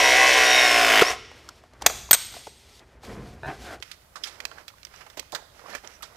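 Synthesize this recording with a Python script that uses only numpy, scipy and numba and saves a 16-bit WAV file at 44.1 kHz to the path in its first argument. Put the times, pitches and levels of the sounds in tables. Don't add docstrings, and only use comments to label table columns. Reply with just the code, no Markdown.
import sys
import numpy as np
from scipy import signal
from scipy.fft import rfft, irfft
from scipy.io import wavfile
from scipy.ndimage import uniform_filter1d
from numba import njit

SR = 44100
rng = np.random.default_rng(int(sys.argv[2]) if len(sys.argv) > 2 else 0)


def undo_db(level):
    steps = np.asarray(level, float) / 20
    return 10 ** steps


def int16_out(signal):
    q = np.round(np.clip(np.atleast_2d(signal).T, -1, 1) * 32767)
    wavfile.write(sys.argv[1], SR, q.astype(np.int16))


N = 271656

# t/s, stroke f/Hz
CRIMP = [(0.0, 62.8), (0.192, 64.09), (0.34, 64.1), (0.46, 62.64), (0.59, 62.12), (0.762, 58.72),
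         (0.908, 55.2), (0.976, 52.88), (1.019, 52.0)]
# multiple, level/dB
STROKE = [(1, -19.5), (2, -24.5), (3, -25), (4, -20), (5, -10.5), (6, -13)]
# multiple, level/dB
STEADY = [(9, -15), (10, -17), (12, -11.5), (15, -12), (16, -12.5), (17, -9.5), (29, -15), (31, -12),
          (35, -16), (40, -16), (41, -11.5), (91, -22)]
# multiple, level/dB
ODD = [(40, 5), (41, 2.5), (15, 8.5), (17, -0.5), (18, -2), (19, -6.5), (23, 6), (25, 7.5), (26, -1.5),
       (27, 3.5), (28, 4), (29, 1.5), (11, -6), (7, -2), (24, -3.5), (32, 4.5), (35, 3), (30, -9.5),
       (31, 11)]
# multiple of the stroke, level/dB
MESH = [(89.9, -5.5)]
# f/Hz, width/Hz, level/dB
HOUSING = [(764, 18, -8), (1076, 60, 1.5), (1960, 130, -3.5), (2178, 11, 3.5), (2590, 90, -7.5),
           (2930, 170, -8), (3500, 89, -12), (440, 37, -11), (1500, 160, -9.5), (4350, 37, -10.5),
           (5220, 300, -6.5)]
# f/Hz, level/dB per Hz
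TOOL = [(88, -64.5), (150, -27), (303, -7), (745, 6), (871, -12), (1060, -6.5), (1260, -7.5), (2020, -7),
        (4670, -6), (5680, -8), (6140, -4), (12400, -16), (16000, -35.5)]
# t/s, f/Hz, level/dB, length/s
DUMP = [
    (1.0192, 430, -6, .0085),
    (1.0200, 1350, -9, .0055),
    (1.0185, 200, -24, .011),
]
# t/s, peak level/dB, low ring level/dB, high ring level/dB, free ringing/s
JAWS = [
    (1.8620, -9, -45, -45, .004),
    (1.8632, -1, -45, -16, .006),
    (2.1098, -5, -12, 1, .0093),
    (2.1160, -20, -3, 3, .011),
    (2.1300, -8, 1, -11, .0075),
    (2.1302, -30, 14, 2, .019),
    (2.1398, -11, -6, -6, .004),
    (2.1452, -12, -7, -10, .004),
    (2.1490, -17, -18, -12, .004),
]
# f/Hz, width/Hz, level/dB
JAW_MODES = [(716, 230, -4.5), (1700, 1500, 2), (2240, 390, -10), (3570, 590, 1), (4500, 600, -8.5),
             (6100, 670, 0), (10940, 600, -15.5), (12600, 1800, -11.5)]
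# f/Hz, t60/s
FREE_RINGS = [(8220, .2), (13870, .15)]
# f/Hz, level/dB, t60/s
GRIP_RINGS = [(3370, -13.5, .85), (4430, -10.5, .5), (4470, -12.5, .5), (5335, -15, .46), (6196, -7.5, .4),
              (6460, -7.5, .4), (6800, -10, .45), (8140, -3.5, .5), (8330, -3.5, 0.6), (12670, -17, .35),
              (13790, -6, .35), (13900, -4, .3), (14010, -7, .35), (1100, -10, .4), (2300, -9.5, .4)]
# f/Hz, width/Hz, level/dB
SHIVER = [(5950, 300, 0), (7040, 300, -1), (8830, 120, -9), (12600, 420, -7), (13800, 260, -7)]
# t/s, peak
# level/dB, body f/Hz, treble level/dB, t60/s
THUMPS = [(1.8632, 1, 6310, -38.5, 0.022), (1.8622, -6.5, 727, -40.5, 0.044),
          (1.8645, -7.5, 1900, -30, 0.013), (1.8858, -26, 1500, -16, .015), (1.8975, -26.5, 1204, -12, .02),
          (1.8990, -19, 656, -19.5, 0.033), (2.1310, -5, 6640, -39.5, 0.035),
          (2.1098, -5.5, 1500, -12, 0.017), (2.11, -7, 3300, -30, .018), (2.1102, -16, 750, -30, .013),
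          (2.113, -18.5, 1400, -40, .06), (2.1302, -5.5, 1500, -20, .013), (3.034, -39.5, 855, -4, .03),
          (3.463, -31, 135, -59, .14), (3.049, -35, 2150, -13.5, .035)]
# t/s, peak level/dB, body f/Hz, treble level/dB
KNOCKS = [(1.314, -35, 676, -24), (1.4885, -32.5, 1370, 0), (1.4895, -35.5, 5230, -18),
          (1.637, -40, 730, -27.5), (1.734, -44.5, 630, -5), (1.812, -35.5, 1200, -11),
          (1.8195, -23.5, 700, -10), (1.821, -39.5, 1500, 13), (2.339, -35, 834, -8),
          (2.364, -32.5, 700, -18), (2.469, -29, 720, -14.5), (2.472, -34, 450, -40),
          (2.793, -53, 650, 10.5), (3.337, -44, 463, -25.5), (2.089, -34.5, 900, -39.5),
          (3.800, -44, 426, -2)]
# t/s, peak level/dB
SLIPS = [(3.4324, -14), (3.4429, -20), (3.4462, -15), (3.4572, -13.5), (3.4655, -22), (3.471, -21),
         (3.4786, -15), (3.4863, -17), (3.437, -28.5), (3.494, -21), (3.689, -23), (3.705, -23)]
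# f/Hz, width/Hz, level/dB
LEVER_MODES = [(133, 30, -7), (443, 60, -15), (396, 114, -12), (655, 80, -5), (745, 81, -6),
               (930, 87, -7.5), (1530, 170, -8.5), (1780, 89, -6.5), (2540, 80, -18), (2850, 70, -27),
               (3700, 60, -30), (4050, 90, -26)]
# t/s, f ratio
BEND = [
    (3.43, .97),
    (3.51, 1.04),
    (3.6, 1.0),
    (3.81, .92),
]
# peak
# t/s, rise/s, fall/s, rub level/dB, swish level/dB over the rub
MOVES = [(1.37, 0.13, 0.44, -44.5, -13), (1.869, 0.084, 0.15, -33, -20), (1.97, 0.084, 0.13, -60.5, 14),
         (2.18, 0.033, 0.4, -65, 27), (2.344, .12, 0.23, -47.5, -13.5), (2.75, 0.33, 0.14, -59, 0.5),
         (3.044, 0.028, 0.2, -39.5, -9), (3.1, 0.06, 0.21, -36, -18), (3.48, 0.026, 0.15, -29, -25),
         (3.62, 0.09, 0.19, -37, -15), (3.744, 0.5, 0.042, -34.5, -14), (3.28, 0.17, 0.15, -47.5, -10),
         (3.13, .08, 0.081, -52, -17)]
# f/Hz, level/dB per Hz
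RUB = [(120, -22), (200, -6), (290, -1.5), (602, -2), (720, -3), (1220, -7), (1790, -8), (2300, -11.5),
       (3500, -22.5), (4550, -50), (7700, -120)]
# f/Hz, level/dB per Hz
SWISH = [(1180, -31), (2000, 1), (2530, 0.5), (3310, 3.5), (4990, 2), (13600, -12), (16000, -25)]
# peak t/s, rise/s, fall/s, level/dB
DRAG = [
    (3.10, 0.046, 0.19, -38.5),
    (3.17, 0.09, .2, -38),
    (3.225, 0.13, 0.043, -42.5),
    (3.33, 0.097, 0.18, -48.5),
]
# f/Hz, width/Hz, level/dB
BENCH_MODES = [(118, 30, 1), (205.2, 36, 2), (257.3, 32, -2), (323.7, 40, -4), (460, 40, -1.5),
               (721, 35, -5.5), (1040, 40, -10.5)]
# peak t/s, rise/s, fall/s, level/dB
THUDS = [
    (1.101, .05, 0.56, -48),
    (1.868, 0.14, 0.82, -46),
    (2.344, .3, 0.18, -57),
    (3.0, 0.35, 0.042, -55),
    (3.15, 0.19, 0.68, -42.5),
    (3.46, 0.13, .2, -53.5),
    (3.62, 0.36, 0.45, -48),
]
# f/Hz, level/dB per Hz
RUMBLE = [(12, -33.5), (20, -13.5), (60, 14.5), (96, 5.5), (128, 5), (166, -5.5), (198, -3), (255, -2.5),
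          (289, -14.5), (400, -1.5), (520, -28.5), (880, -120)]
# t/s, peak level/dB, body f/Hz, treble level/dB, t60/s
SNAPS = [(3.825, -20, 2550, -10, 0.038), (3.915, -22.5, 3370, -18.5, 0.037),
         (4.241, -21, 3080, -22.5, 0.037), (4.403, -20.5, 2180, -11, 0.026),
         (4.4522, -19, 2490, -0.5, 0.022), (4.514, -32.5, 1345, -27, 0.049), (4.68, -36, 2410, 8.5, 0.05),
         (4.702, -37.5, 1240, -15.5, 0.0305), (4.783, -41.5, 1226, -21, 0.027),
         (4.831, -38, 2540, 2.5, 0.027), (4.8503, -38.5, 2060, 11.5, 0.028),
         (4.869, -37, 2050, -26, 0.0293), (4.961, -43.5, 1960, 1, 0.022), (5.1, -40.5, 1595, 4, 0.051),
         (5.1947, -24.5, 2320, 2.5, 0.034), (5.229, -37, 1380, -8, 0.022), (5.3214, -29, 5420, -4, 0.023),
         (5.349, -18.5, 1590, -0.5, 0.066), (5.7505, -22, 1684, -2, 0.033), (5.874, -27, 2140, -6, 0.013),
         (4.2362, -29, 4780, -1, 0.12), (5.1715, -31.5, 2310, -8, 0.16), (6.0235, -31, 3020, -10, 0.045)]
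# t/s, peak level/dB, body f/Hz, treble level/dB, t60/s
SCUFFS = [(4.155, -29.5, 1175, -3.5, 0.12), (4.269, -32.5, 1760, 1, 0.13), (4.582, -35, 1460, -31, 0.037),
          (4.935, -38.5, 1320, -21, 0.13), (5.006, -34, 1460, -29, 0.09), (5.063, -36, 1143, -23.5, 0.037),
          (5.17, -30.5, 564, -4, 0.14), (5.324, -25.5, 630, -7.5, 0.15), (5.384, -39, 793, -17, 0.058),
          (5.591, -38.5, 1180, -16.5, 0.048), (5.834, -36.5, 593, -13, 0.0893),
          (6.025, -28, 1340, -1.5, 0.097)]
# t/s, peak level/dB, f/Hz, t60/s
PINGS = [(4.157, -33, 1156, 0.075), (4.2374, -21, 5090, 0.05), (4.238, -20.5, 3270, .025),
         (4.4032, -25.5, 2330, .015), (4.4525, -18, 2440, 0.01), (4.5157, -32.5, 1403, .04),
         (4.5828, -32, 1530, 0.032), (4.739, -45, 1060, 0.032), (4.8503, -26.5, 5640, 0.011),
         (4.9407, -40, 1500, .02), (4.9615, -38, 5760, .015), (5.0076, -42, 4900, .015),
         (5.028, -45, 3010, .01), (5.139, -47, 2500, .01), (5.1772, -34.5, 703, 0.024),
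         (5.196, -21, 5760, 0.012), (5.197, -24, 7700, 0.014), (5.196, -26, 4500, .015),
         (5.322, -31, 3700, 0.023), (5.336, -33, 560, .03), (5.3500, -26, 637, 0.031),
         (5.3498, -30, 5140, .02), (5.386, -39, 900, 0.026), (5.425, -40, 650, 0.04),
         (5.593, -43, 1190, 0.054), (5.660, -34, 1080, .03), (5.7165, -33, 1780, .04),
         (5.728, -32, 4250, .015), (5.733, -32, 1740, 0.034), (5.742, -29, 2300, .02),
         (5.7522, -18.5, 1700, 0.027), (5.7518, -24.5, 580, 0.013), (5.780, -38, 1740, .04),
         (5.8457, -37, 3200, .015), (5.875, -24, 5800, 0.0063), (5.1962, -25, 13200, 0.014),
         (5.175, -32, 12300, 0.0089), (5.3235, -34, 13000, .012), (5.353, -31, 13080, .015),
         (6.024, -30, 11500, 0.013), (6.0083, -39, 1320, 0.043), (6.028, -30, 1215, 0.025),
         (6.125, -40.5, 1195, .03)]
# peak t/s, rise/s, fall/s, rub level/dB, crinkle level/dB over the rub
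PULLS = [(3.939, 0.22, 0.037, -68.5, 9), (4.26, 0.036, 0.1, -52.5, 6), (4.2, 0.12, 0.28, -56, -10),
         (4.43, 0.25, 0.19, -48.5, -14), (4.6, 0.14, 0.073, -48, -11.5), (5.01, 0.23, 0.23, -54.5, -7.5),
         (5.369, 0.058, 0.11, -49.5, -12), (5.665, 0.036, 0.038, -46.5, -7),
         (5.747, 0.075, 0.042, -39.5, -6), (5.70, 0.22, 0.12, -45.5, -12.5),
         (5.85, 0.025, 0.063, -44.5, -3), (5.9, .08, 0.14, -56.5, -2), (6.041, 0.2, 0.18, -56.5, -10),
         (6.16, 0.18, .1, -53, -11)]
# f/Hz, level/dB per Hz
SLEEVE = [(120, -12), (200, -7.5), (616, 4.5), (747, 1.5), (1390, 0), (1730, -4), (2070, -5), (3500, -37),
          (4550, -35), (7700, -120)]
# f/Hz, level/dB per Hz
STRIP = [(1180, -4.5), (2000, -2.5), (2910, -4.5), (3460, -7.5), (4340, -9.5), (5160, -5), (8630, -17.5),
         (13700, -21), (14700, -32), (16000, -31)]
# t/s, f/Hz, width/Hz, level/dB, half length/s
SQUEAK = (5.95, 5800, 260, -54, .022)
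# f/Hz, level/dB per Hz
QUIET = [(12, -39), (20, -14), (59, -4.5), (189, -16.5), (225, -21.5), (305, -23.5), (900, -35),
         (1170, -39), (1980, -120)]
# f/Hz, t60/s
ROOM_T60 = [(300, 0.74), (1200, 0.72), (4000, 0.98), (11000, 0.6)]

LAST_KNOCK_S, FREED_S, BRAKE_S, CUT_S = 1.0140, 1.024, 1.099, 3.808
FREE_HZ, BRAKE_HZ_PER_S, CRAWL_HZ = 65.4, 620, 31
LOADED_DB, STRAIN_DB, FREED_DB, FADE_DB_PER_S, FADE_LAG_S = -17.5, 2, -25.5, 480.5, 0.02
WHINE_DB, SINGS_HZ, SINGS_WIDTH_HZ, SINGS_DB = -12, 61.26, 3.7, 9.5
HISS_DB, FREED_HISS_DB = -18, -13.5
LOOSE_DB = 2
CREEP = 5
GRIP_S, GRIP_DB = 2.112, -33
OPENED_S, OPENED_DB, OPENED_T60_S = 1.866, -40, .55
CRACK_T60_S, KNOCK_T60_S = 0.027, 0.021
STILL_RUB_DB, STILL_SWISH_DB, STILL_RUMBLE_DB = -58, -71.5, -59
HELD_RUB_DB, HELD_CRINKLE_DB = -62.5, -75.5


def press():
    n = int(1.3 * SR)
    hz, db, whine_db, hiss_db = motor()
    hz = hz[:n]
    dumped = np.arange(n) >= DUMP[0][0] * SR
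    pressure = np.clip((64.5 - hz) / 13.0, 0, 1) * ~dumped
    turn = np.cumsum(hz) / SR
    turn -= turn[int(LAST_KNOCK_S * SR)]
    phase = 2 * np.pi * turn
    pattern = 1 - 1.2 * np.maximum(pressure, dumped)

    loose = rng.standard_normal(n) * undo_db(1.4 * np.cos(2 * phase) + 1.1 * walk(150, n))
    drive = level(clatter(phase, pattern), 0) + level(loose, LOOSE_DB)
    body = drive + sum(3.7 * undo_db(d) * band(drive, f, 1.9 * w) for f, w, d in HOUSING)
    body = signal.lfilter(*signal.butter(2, 330, "high", fs=SR), colour(body, TOOL))
    body = level(body, 0) * undo_db(-7.0 * pressure * (turn % 1 + 0.06))
    shell = level(band(band(drive, 3700, 90), 3700, 130), -11) * np.exp(-((hz - 61.7) / 1.5) ** 2)

    strokes = sum(undo_db(d) * np.sin(k * phase + k * k) for k, d in STROKE)
    steady = pattern ** 2 * sum(undo_db(d + 2.0 * walk(14, n)) * np.sin(k * phase + 0.6 * walk(25, n))
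                                for k, d in STEADY)
    wobble = 1 + .45 * np.sin(phase) + .2 * walk(60, n)
    whine = wobble * sum(undo_db(d) * np.sin(k * phase + (1.1 + 3.2 * pressure) * walk(140, n)) for k, d in MESH)

    click = np.diff(np.floor(turn), prepend=np.floor(turn[0]))
    burst = rng.standard_normal(n) * np.exp(-(turn % 1) / hz / 0.0075) + 6.8 * click
    knock = band(burst, 2800, 1600) + .4 * band(burst, 6000, 1500) + 0.3 * band(burst, 12500, 6000)
    rough = burst + .5 * loose
    grind = band(band(rough, 1700, 600), 1700, 900) + .8 * band(band(rough, 3100, 700), 3100, 1200)
    brushes = band(band(rng.standard_normal(n), 6300, 8300), 6600, 9800) * undo_db(0.5 * walk(200, n))

    mix = body + steady + shell
    mix += undo_db(-5) * pressure ** 2 * level(grind, 0)
    mix += undo_db(-10.5) * strokes + undo_db(whine_db[:n]) * whine
    mix += undo_db(-4.5) * piston_slap(turn)
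    mix += undo_db(-27.5 + 13 * pressure) * level(knock, 0)
    mix += undo_db(hiss_db[:n] - 3.0) * level(brushes, 0)
    out = np.zeros(N)
    out[:n] = mix
    out *= undo_db(db)
    for s, f, d, length in DUMP:
        t = np.arange(int(length * SR)) / SR
        add(out, s, undo_db(d) * np.sin(2 * np.pi * f * t) * np.sin(np.pi * t / length) ** .5)
    return out


def clatter(phase, pattern):
    n = len(phase)
    creep = np.array([np.cumsum(walk(30, n)) / SR for _ in range(4)])
    patchy = np.gradient(creep, axis=1) * SR
    mixes = rng.standard_normal((110, 5))
    uneven_db = 3.2 * mixes[:, 0] * (np.arange(110) > 32)
    for k, d in ODD:
        uneven_db[round(k) - 1] = d
    out = np.zeros(n)
    for k in range(7, 111):
        m = mixes[k - 1]
        gain = undo_db(pattern * uneven_db[k - 1] + 4.3 * np.tanh(m[:4] @ patchy / 2)) / (1 + (k / 80) ** 6)
        drift = 9 * m[4] + CREEP * np.sqrt(k / 10) * (m[:4] @ creep)
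        out += gain * np.sin(k * phase + drift)
    return out


def piston_slap(turn):
    ends = np.floor(2 * turn + .14)
    slap = np.diff(ends, prepend=ends[0]) * undo_db(2.2 * walk(150, len(turn)) - 4.4 * (ends % 2))
    ring = band(band(slap, 2000, 590), 2000, 760) - 0.45 * band(slap, 730, 340)
    return level(ring - .3 * band(band(slap, 2700, 670), 2700, 1200), 0)


def motor():
    t = np.arange(N) / SR
    s, hz = np.transpose(CRIMP)
    hz = np.interp(t, [*s, FREED_S, BRAKE_S], [*hz, hz[-1] + 1, FREE_HZ])
    hz = np.maximum(hz - BRAKE_HZ_PER_S * np.clip(t - BRAKE_S, 0, None), CRAWL_HZ)
    freed = np.clip((t - DUMP[0][0]) / 0.026, 0, 1)
    db = (1 - freed) * (LOADED_DB + STRAIN_DB * t ** 4) + freed * FREED_DB
    db -= FADE_DB_PER_S * np.clip(t - BRAKE_S - FADE_LAG_S, 0, 1)
    whine_db = WHINE_DB + SINGS_DB * np.exp(-((hz - SINGS_HZ) / SINGS_WIDTH_HZ) ** 2) + 7.3 * freed
    whine_db -= 4.6 * np.clip(56.5 - hz, 0, 12) * freed + 400 * np.clip(t - BRAKE_S, 0, .1)
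    return hz, db, whine_db, HISS_DB + freed * (FREED_HISS_DB - HISS_DB)


def jaws():
    out, t = np.zeros(N), np.arange(int(.7 * SR)) / SR
    n = len(t)
    for (s, db, low_db, high_db, free), luck in zip(JAWS, rng.standard_normal((len(JAWS), 8))):
        crack = rng.standard_normal(n) * undo_db(-60 * t / CRACK_T60_S) * np.clip(t / 0.00014, 0, 1)
        hit = 0.092 * crack
        hit += sum(undo_db(d + g) * 6.8 * band(crack, f, w) for (f, w, d), g in zip(JAW_MODES, luck))
        hit /= 2.2 * hit[:200].std()
        choke = np.exp(-(t / free) ** 6) * np.clip(t / .0006, 0, 1)
        for (f, t60), d in zip(FREE_RINGS, (low_db, high_db)):
            decay = undo_db(0.72 * walk(340, n) - 60 * t / t60)
            hit += undo_db(d) * choke * np.sin(2 * np.pi * f * (s + t)) * decay
        add(out, s, undo_db(db) * hit)
    grip = np.zeros(n)
    for f, d, t60 in GRIP_RINGS:
        grip += undo_db(d + 3.5 * walk(120, n) - 60 * t / t60) * np.sin(2 * np.pi * f * t + 2.0 * walk(110, n))
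    add(out, GRIP_S, undo_db(GRIP_DB) * grip * np.clip(t / 0.042, 0, 1))
    shiver = sum(undo_db(d) * level(band(band(rng.standard_normal(n), f, w), f, 2 * w), 0) for f, w, d in SHIVER)
    add(out, OPENED_S, undo_db(OPENED_DB - 60 * t / OPENED_T60_S) * shiver * np.clip(t / .01, 0, 1))
    return out + taps(THUMPS, 6.1, 3800, 0.00018, 0.35, .05)


def taps(table, sharpness, edge_hz, rise, snap, air):
    out, t = np.zeros(N), np.arange(int(.25 * SR)) / SR
    for s, db, hz, treble_db, t60 in table:
        decay = undo_db(-60 * t / t60) + snap * np.exp(-t / 0.00083)
        push = rng.standard_normal(len(t)) * decay * np.clip(t / rise, 0, 1)
        push[3] += 1.5 * snap
        wide = band(push, hz, 3.3 * hz)
        body = band(wide, hz, hz / sharpness) + 0.085 * wide
        edge = band(band(push, edge_hz, 1.4 * edge_hz), edge_hz, 1.2 * edge_hz)
        edge += air * band(push, 12600, 5000)
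        hit = body / np.abs(body).max() + undo_db(treble_db + 0.5) * edge / np.abs(edge).max()
        add(out, s, undo_db(db) * hit)
    return out


def lever(rub):
    push, out = np.zeros(N), rub.copy()
    for s, db in SLIPS:
        add(push, s, undo_db(db + 24.5) * np.array([1., .6, -.3]))
    turning = slice(int(BEND[0][0] * SR), int((CUT_S + .01) * SR))
    push, rub = push[turning], rub[turning]
    bend = np.interp(np.arange(N)[turning] / SR, *np.transpose(BEND))
    ring = 0.77 * rub
    for k, (f, w, d) in enumerate(LEVER_MODES):
        force = push + 2.0 * rub * undo_db(3.4 * walk(22, len(rub)))
        ring += (-1) ** k * undo_db(0.81 * d) * gliding(force, f * bend, 0.73 * w, SR)
    out[turning] = ring
    return out


@njit
def gliding(x, hz, width, sr):
    y, b, l = np.empty(len(x)), 0., 0.
    for i in range(len(x)):
        g, k = np.tan(np.pi * hz[i] / sr), width / hz[i]
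        v = (b + g * (x[i] + 1e-18 - l)) / (1 + g * (g + k))
        b, l, y[i] = 2 * v - b, l + 2 * g * v, k * v
    return y


def pings():
    out, t = np.zeros(N), np.arange(int(.1 * SR)) / SR
    for (s, db, hz, t60), (a, b) in zip(PINGS, rng.random((len(PINGS), 2))):
        pair = np.sin(2 * np.pi * hz * t) + .5 * np.sin(2 * np.pi * (hz * (1.04 + 0.088 * a) * t + b))
        add(out, s, undo_db(db - 2.0 - 60 * t / t60) * pair * np.clip(t / 0.00027, 0, 1))
    return out


def squeak():
    s, hz, width, db, half = SQUEAK
    tone = level(band(band(rng.standard_normal(N), hz, width), hz, width), db)
    return tone * np.exp(-((np.arange(N) / SR - s) / half) ** 2)


def friction(points, grain_db, flicker_db, rate):
    size = undo_db(grain_db * np.minimum(rng.exponential(size=N), 2)) * rng.standard_normal(N)
    grains = (rng.random(N) < rate / SR) * size
    rub = level(grains, 0) + 1.2 * rng.standard_normal(N)
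    return level(colour(rub, points) * undo_db(flicker_db * walk(25)), 0)


def bench():
    grains = friction([(60, -2), (400, -2), (1500, -2.5), (3000, -31)], 4.4, 1.5, 400)
    modes = sum((-1) ** k * undo_db(d) * band(grains, f, w) for k, (f, w, d) in enumerate(BENCH_MODES))
    return level(modes, 0)


def swells(still_db, table, bright=False):
    t, power = np.arange(0, N / SR + .001, .001), undo_db(still_db) ** 2
    for s, rise, fall, db, *over_db in table:
        slope = np.maximum((s - t) / rise, (t - s) / fall)
        power = power + undo_db(db + bright * sum(over_db) - 20 * slope) ** 2
    return np.interp(np.arange(N) / SR, t, np.sqrt(power))


def room(x, db):
    t = np.arange(SR) / SR
    tail = np.zeros(SR)
    for hz, t60 in ROOM_T60:
        tail += band(band(rng.standard_normal(SR), hz, 1.6 * hz), hz, 1.6 * hz) * undo_db(-60 * t / t60)
    tail *= np.clip(t / .006, 0, 1)
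    return undo_db(db) * signal.fftconvolve(x, tail / np.sqrt(np.sum(tail ** 2)))[:N]


def plant_room():
    t = np.arange(N) / SR
    near = press() + jaws() + taps([(*k, KNOCK_T60_S) for k in KNOCKS], 3.5, 3800, 0.0017, .4, .005)
    hands = swells(STILL_RUMBLE_DB, THUDS) * level(colour(rng.standard_normal(N), RUMBLE), 0)
    hands += lever(swells(STILL_RUB_DB, MOVES) * undo_db(-5.0) * friction(RUB, 2.3, 3.0, 2500))
    hands += swells(STILL_SWISH_DB, MOVES, bright=True) * friction(SWISH, 2.0, 1.7, 6000)
    hands += swells(-81, DRAG) * bench()
    hands *= np.clip((t - 1.1) / .005, 0, 1)
    under = level(colour(rng.standard_normal(N), RUMBLE), -56.0) * (t < 1.1)
    dull = signal.lfilter(*signal.butter(2, 12000, fs=SR), near)
    return near + room(dull, -18.5) + hands + under


def sleeve():
    near = taps(SNAPS, 1.9, 3900, .0001, 0.68, 0.3) + taps(SCUFFS, 1.2, 3840, 0.0044, 0, 0.029)
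    near += swells(HELD_RUB_DB, PULLS) * undo_db(1.0) * friction(SLEEVE, 4.8, 0.21, 900)
    near += swells(HELD_CRINKLE_DB, PULLS, bright=True) * undo_db(10.0) * friction(STRIP, 4.5, 4.2, 4400)
    near += squeak()
    flicks = pings()
    near = undo_db(2.0) * (near + flicks)
    shadow = signal.lfilter(*signal.butter(1, 600, fs=SR), near)
    hum = level(colour(rng.standard_normal(N), QUIET), -64.5)
    hiss = undo_db(-61.5) * rng.standard_normal((2, N))
    left = undo_db(-9.0) * np.roll(shadow, shift=1) + room(shadow, -26.5) + undo_db(3.5) * hum
    right = near + room(near - flicks, -17.5) + hum
    return np.array([left, right]) + hiss


def level(x, db):
    return x * undo_db(db) / np.sqrt(np.mean(x ** 2))


def colour(x, points):
    hz, db = np.transpose(points)
    f = np.fft.rfftfreq(len(x), 1 / SR) + 1
    return irfft(rfft(x) * undo_db(np.interp(np.log(f), np.log(hz), db, -90, -90)), len(x))


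def band(x, hz, width):
    return signal.lfilter(*signal.iirpeak(hz, hz / width, SR), x)


def walk(rate, length=N):
    k = int(SR / rate)
    held = np.repeat(rng.standard_normal(length // k + 1), k)
    return 1.1 * uniform_filter1d(held, k)[:length]


def add(out, s, x):
    i = int(s * SR)
    out[i:i + len(x)] += x[:N - i]


def scene():
    second = np.clip((np.arange(N) / SR - CUT_S) / 0.0035, 0, 1)
    return (1 - second) * plant_room() + second * sleeve()


def top_cut(x):
    return signal.sosfilt(signal.butter(12, 16260, fs=SR, output="sos"), x)


def record(dry):
    low_pass = signal.butter(14, 15200, fs=SR, output="sos")
    mix = signal.sosfilt(low_pass, np.clip(dry, -.9, .9))
    return top_cut(np.clip(mix, -1, 1))


dry = scene()
out = record(dry)
int16_out(out)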